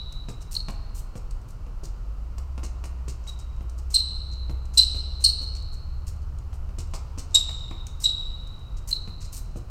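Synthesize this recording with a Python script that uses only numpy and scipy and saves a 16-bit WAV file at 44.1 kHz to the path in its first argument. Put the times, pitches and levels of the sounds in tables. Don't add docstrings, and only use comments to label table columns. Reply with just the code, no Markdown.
import sys
import numpy as np
from scipy import signal
from scipy.fft import rfft, irfft, next_fast_len
from scipy.io import wavfile

SR = 44100
rng = np.random.default_rng(int(sys.argv[2]) if len(sys.argv) > 2 else 0)


def persist_wave(psi):
    counts = np.round(np.clip(psi, -1, 1) * 32767).astype(np.int16)
    wavfile.write(sys.argv[1], SR, np.atleast_2d(counts).T)


N = 427769

# frequency_hz, level_db
AIR_COLOUR = [(280, 1), (450, -1.5), (750, -4), (1050, -2.5), (1370, -4), (1650, -16), (2100, -17.5),
              (2950, -15), (3400, -25), (4300, -18.5), (8000, -25.5), (10000, -33.5), (13000, -31.5),
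              (16000, -38.5)]
RUMBLE_COLOUR = [(12, -12), (22, -0.5), (33, 0), (48, -2.5), (70, -10), (95, -13), (130, -16.5),
                 (175, -25.5), (250, -38), (500, -70.5)]
# time_s, firing_rate_hz, level_db
ENGINE_COURSE = [(0.0, 33.28, -36), (1.7, 33.3, -33.5), (2.43, 60.9, -30.5), (4.0, 63.25, -32),
                 (4.48, 61.93, -29.5), (7.32, 73.55, -37.5), (8.08, 80.44, -43.5), (8.45, 88.85, -47.5),
                 (9.43, 83.4, -43.5), (9.7, 85.6, -42)]
# frequency_hz, t60_s
HALL_T60 = [(150, 0.04), (400, 1.49), (1000, 1.99), (4000, 1.2475), (8000, 0.698), (13000, 0.35)]
# frequency_hz, level_db
HALL_COLOUR = [(100, -4), (1000, 5), (4000, 1.5), (8000, -2.5), (14000, -9)]
WALL_COLOUR = [(200, -5.5), (4300, -3), (8000, -17.5), (14000, -18)]
# start_s, level_db
CLEAR_TICKS = [(0.124, -38.5), (0.7068, -41), (1.3096, -41), (2.383, -38), (3.6964, -42), (4.6547, -45),
               (6.3867, -46), (7.8682, -33), (8.4726, -47.5)]
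# start_s, nominal_length_s, level_db, top_octave_db (before its shelf)
SCUFFS = [(0.404, 0.0243, -54, -7), (0.944, 0.053, -48, 6.5), (1.481, 0.0266, -59.5, 4),
          (3.388, .013, -49, -8), (3.779, 0.0104, -53.5, -4), (4.314, 0.021, -54.5, -18),
          (5.55, 0.0181, -49.5, -10), (5.723, 0.022, -58, -1), (6.065, 0.0266, -50, -0.5),
          (8.765, 0.02, -55, -7.5), (9.202, 0.052, -49.5, -9), (9.32, 0.061, -44, 5.5)]
# start_s, weight_db, contact_hardness_db, skid_db
STEPS = [(0.283, -28, -11, -49), (0.682, -29, -3.5, -53.5), (1.152, -31.5, -12, -53),
         (1.662, -40.5, -11, -78), (1.83, -35, -26, -47), (2.379, -44, 1, -67.5), (2.576, -33, -5.5, -68.5),
         (2.63, -32.5, -5.5, -43.5), (2.837, -37.5, 0, -50), (3.077, -32.5, -12, -44),
         (3.266, -47.5, 2, -46.5), (3.605, -38.5, -10.5, -68.5), (4.493, -30.5, -11, -60.5),
         (4.944, -32.5, -12.5, -52.5), (5.41, -37.5, -13.5, -51.5), (6.527, -48.5, 1.5, -58),
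         (6.689, -40.5, -8.5, -72.5), (6.781, -34.5, -10.5, -44), (6.934, -37.5, 3, -42.5),
         (7.174, -33.5, -10, -43), (7.346, -44.5, 6.5, -40.5), (7.489, -42, 3, -56),
         (7.708, -32, -7.5, -74.5), (9.073, -33.5, -9.5, -65.5), (9.556, -29, -21, -54)]
# start_s, nominal_length_s, starting_pitch_hz, level_db,
# octave_db, roughness_0_to_1, toward_back_wall_db, lead_in_slide_db
SQUEAKS = [ (-0.30, 0.0185, 3949, -21.5, -23, 0.36, 12, -48),
           (0.548, 0.00668, 4715, -30.5, -1.5, 0.51, 12, -41.5),
           (3.273, 0.0134, 3929, -39.5, -15, .45, 4, -66),
           (3.939, 0.01682, 4212, -15, -5.5, 0.36, 8, -47.5),
           (4.772, 0.01385, 4291, -10.5, -4, .6, 6.5, -48.5),
           (5.238, 0.01596, 4416, -10.5, -6.5, .38, 2.5, -49.5),
           (7.343, .0204, 3769, -13, -3.5, .45, -3.5, -59.5),
           (8.037, .0151, 3936, -19.5, -4.5, .42, 11, -44),
           (8.91, 0.00953, 4172, -31, -11, 0.38, 14, -40.5)]
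# frequency_hz, level_db
THUD_COLOUR = [(50, -10.5), (120, 5.5), (220, 0), (380, -4.5), (600, -10), (1200, -29), (4000, -61)]
KNOCK_COLOUR = [(200, -21), (450, 0.5), (700, 1), (1100, 1), (1400, -5.5), (1800, -22), (4000, -33),
                (9000, -54.5)]
SLAP_COLOUR = [(600, -15.5), (1300, -10), (1800, -1.5), (2800, 2), (3500, -8), (5500, -6), (9000, -16.5),
               (16000, -36)]
# frequency_hz, level_db
TREAD_COLOUR = [(800, -17), (2000, -13.5), (2900, -6.5), (3400, -14.5), (4200, -3), (6000, 1), (8600, 0.5),
                (10700, -12.5), (12800, -7.5), (15000, -14.5), (17000, -26.5)]
RASP_COLOUR = [(1200, -44), (2000, -24), (2950, -10.5), (3350, -20), (4200, -4.5), (5400, 3), (6700, -8.5),
               (8400, 0), (10500, -19.5), (12500, -16), (16000, -36.5)]
# frequency_hz, level_db
SQUEAK_COLOUR = [(1200, -15.5), (2300, -9), (2950, 2), (3350, -14), (3750, -0.5), (9000, -2), (10500, -6),
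                 (12500, -1.5), (16000, -7.5)]

TOP_HZ = 16000
LEAD = SR // 2
AIR_DB = -54
DRONE_HZ, DRONE_DB, DRONE_PEAK_S, DRONE_WIDTH_S = 86.64, -43.5, 5.895, 1.1
FAINT_TICKS_PER_S, FAINT_TICK_DB, FAINT_TICK_SPREAD_DB = 2.2, -55, 3
SLIDE_S, SLIDE_TOP_DB, SLIDE_TOP_DB_PER_DB = .038, -4.5, 0.93
SKID_LAG_S, SKID_S, SKID_TOP_DB, SKID_TOP_DB_PER_DB = 0.0034, 0.021, -2.5, -0.8
SCUFF_REF_DB = -51
TREAD_HZ, DRIFT_SHARE = 3788.3, .45


def undb(db):
    return 10 ** (np.asarray(db) / 20)


def unit(x):
    return x / np.sqrt(np.mean(x ** 2))


def read(points, hz):
    f, value = np.transpose(points)
    return np.interp(np.log(np.maximum(hz, 1)), np.log(f), value)


def colour(x, points, top_db=0):
    size = next_fast_len(len(x))
    hz = np.fft.rfftfreq(size, 1 / SR)
    shelf = 1 / (1 + np.exp((8500 - hz) / 1100))
    gain = undb(read(points, hz) + top_db * shelf)
    return irfft(rfft(x, size) * gain, size)[:len(x)]


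def noise(size, points, top_db=0):
    return unit(colour(rng.standard_normal(size), points, top_db))


def response(points, size=2048):
    cepstrum = irfft(np.log(undb(read(points, np.fft.rfftfreq(size, 1 / SR)))))
    cepstrum[1:size // 2] *= 2
    cepstrum[size // 2 + 1:] = 0
    h = irfft(np.exp(rfft(cepstrum)))
    return h / np.linalg.norm(h)


def ring(x, h):
    return signal.fftconvolve(x, h)[:len(x)]


def delay(x, s):
    return np.pad(x, (int(s * SR), 0))[:len(x)]


def wander(size, rate):
    place = np.arange(size) * rate / SR
    return np.interp(place, np.arange(size), rng.standard_normal(size))


def add(track, s, sound):
    i = LEAD + int(s * SR)
    track[i:i + len(sound)] += sound[:len(track) - i]


def gate(t, length, rise, fall):
    build_up = 1 - np.exp(-(t / rise) ** 2)
    return build_up * np.exp(-np.maximum(t - length, 0) / fall)


def air(swell_db=0.28):
    return noise(N, AIR_COLOUR) * undb(AIR_DB + swell_db * wander(N, 2.3))


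def rumble(rumble_db=-34.0):
    return noise(N, RUMBLE_COLOUR) * undb(rumble_db + 1.0 * wander(N, 0.67))


def hum(hz, octave_db, waver_db, unsteady=.04):
    phase = 2 * np.pi * np.cumsum(hz * (1 + unsteady * wander(N, 12))) / SR
    level = np.sqrt(2) * undb(waver_db * wander(N, 8.5))
    return level * (np.sin(phase) + undb(octave_db) * np.sin(2 * phase))


def drone():
    swell = np.exp(-.5 * ((np.arange(N) / SR - DRONE_PEAK_S) / DRONE_WIDTH_S) ** 2)
    return undb(DRONE_DB) * swell * hum(DRONE_HZ, octave_db=-26.5, waver_db=2.5, unsteady=.025)


def engine(through_wall_db=-2):
    s, *columns = np.transpose(ENGINE_COURSE)
    hz, db = (np.interp(np.arange(N) / SR, s, c) for c in columns)
    return undb(db + through_wall_db) * hum(hz, octave_db=-37.0, waver_db=1.5)


def background():
    return air() + rumble() + engine() + drone()


def reverb(x, size=65536, tail_db=-11, early_db=-10.0, early_s=0.024, gap_s=0.0069):
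    t, hz = np.arange(size) / SR, np.fft.rfftfreq(size, 1 / SR)
    centres = np.geomspace(125, 16000, num=15)
    diffuse, tail = rfft(rng.standard_normal(size)), 0
    for centre, share in zip(centres, np.eye(len(centres))):
        band = irfft(diffuse * read(np.c_[centres, share], hz))
        decay = np.exp(-np.log(1000) * t / read(HALL_T60, centre))
        tail = tail + band * undb(read(HALL_COLOUR, centre)) * decay
    tail *= (1 - np.exp(-t / gap_s)) * np.sqrt(12 / SR)
    early = rng.standard_normal(size) ** 3 * gate(t, 0.036, 0.0089, early_s)
    early /= np.linalg.norm(early)
    return ring(x, undb(tail_db) * tail + undb(early_db) * early)


def hall(draws, wall_s=0.015, far_s=.037, far_db=-11):
    walls = [delay(colour(behind, WALL_COLOUR), wall_s) for _, behind in draws]
    near = [front + wall for (front, _), wall in zip(draws, walls)]
    far = undb(far_db) * delay(walls[0], far_s)
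    return near[0] + far + sum(map(reverb, near)) / np.sqrt(len(near))


def ticks(size=1024, tick_db=-4.5, fade_s=0.0044, count=64):
    out, t = np.zeros(LEAD + N), np.arange(size) / SR
    times = np.cumsum(rng.exponential(size=count)) / FAINT_TICKS_PER_S
    levels = FAINT_TICK_DB + FAINT_TICK_SPREAD_DB * rng.standard_normal(count)
    for s, db in CLEAR_TICKS + list(zip(times, levels)):
        snap = undb(db + tick_db) * np.exp(-t / fade_s) * noise(size, TREAD_COLOUR, top_db=-4.5)
        if s < N / SR:
            add(out, s, snap)
    return out


def scuffs(size=8192, grain_db=5.0, chatter_db=2):
    out, t = np.zeros(LEAD + N), np.arange(size) / SR
    slides = [(s - SLIDE_S, SLIDE_S, db, SLIDE_TOP_DB + SLIDE_TOP_DB_PER_DB * (db - SCUFF_REF_DB))
              for s, *_, db in SQUEAKS]
    skids = [(s + SKID_LAG_S, SKID_S, db, SKID_TOP_DB + SKID_TOP_DB_PER_DB * (db - SCUFF_REF_DB))
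             for s, *_, db in STEPS]
    for s, length, db, top_db in slides + skids + SCUFFS:
        grain = unit(undb(grain_db * wander(size, 2200) + chatter_db * wander(size, 180)))
        contact = undb(db) * gate(t, 1.096 * length, 0.085 * length, 0.01)
        add(out, s, contact * grain * noise(size, TREAD_COLOUR, top_db))
    return out


def steps(size=4096, thud_db=20, knock_db=18.0, slap_db=13.5, strike=0.99):
    out, t = 0, np.arange(size) / SR
    # colour, level dB, settling time s, whether hardness counts
    parts = [(THUD_COLOUR, thud_db, .014, False),
             (KNOCK_COLOUR, knock_db, .022, True),
             (SLAP_COLOUR, slap_db, .006, True)]
    for points, part_db, settle_s, needs_hardness in parts:
        blows = np.zeros(LEAD + N)
        for s, weight_db, hard_db, _ in STEPS:
            settling = rng.standard_normal(size) * gate(t, 0.0013, 0.00081, settle_s)
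            blow = unit(settling) / np.sqrt(size)
            blow[0] += strike
            add(blows, s + .003, undb(weight_db + part_db + needs_hardness * hard_db) * blow)
        out = out + ring(blows, response(points))
    return out


def squeaks(size=4096, waver=0.02, jitter=.075, flutter_db=3.0, third_db=-17.0, rasp_db=-4, rounding_db=8):
    front, behind, t = np.zeros(LEAD + N), np.zeros(LEAD + N), np.arange(size) / SR
    for s, length, first_hz, db, octave_db, rough, wall_db, _ in SQUEAKS:
        progress = np.minimum(t / length, 1)
        drift_hz = first_hz + DRIFT_SHARE * (TREAD_HZ - first_hz) * progress
        hz = drift_hz * (1 + waver * wander(size, 700) + jitter * rough * wander(size, 2500))
        phase = 2 * np.pi * np.cumsum(hz) / SR
        edge = undb(rounding_db * (.5 - progress))
        onset = 1 - 0.27 * np.exp(-t / 0.0016)
        tone = np.sin(phase) * undb(flutter_db * wander(size, 400)) * onset
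        harmonics = np.sin(2 * phase) + undb(third_db) * np.sin(3 * phase)
        overtones = edge * harmonics * undb(octave_db + 4.0 * wander(size, 900))
        rasp = rough * undb(rasp_db) * noise(size, RASP_COLOUR)
        contact = undb(db) * gate(t, 0.895 * length, 0.004, 0.0034)
        add(front, s, contact * (np.sqrt(2) * (tone + overtones) + rasp))
        to_wall = np.sqrt(2) * (undb(wall_db) * tone + overtones) + undb(wall_db / 2) * rasp
        add(behind, s, contact * to_wall)
    return colour(front, SQUEAK_COLOUR), colour(behind, SQUEAK_COLOUR)


def scene(wall_db=-4, count=3):
    feet = steps() + scuffs() + ticks()
    squeak_draws = [squeaks() for _ in range(count)]
    draws = [(front + feet, behind + undb(wall_db) * feet) for front, behind in squeak_draws]
    return (hall(draws)[LEAD:] + background())[None]


def record(dry):
    low_pass = signal.ellip(8, .2, 70, TOP_HZ, fs=SR, output="sos")
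    return signal.sosfilt(low_pass, dry)


dry = scene()
out = record(dry)
persist_wave(out)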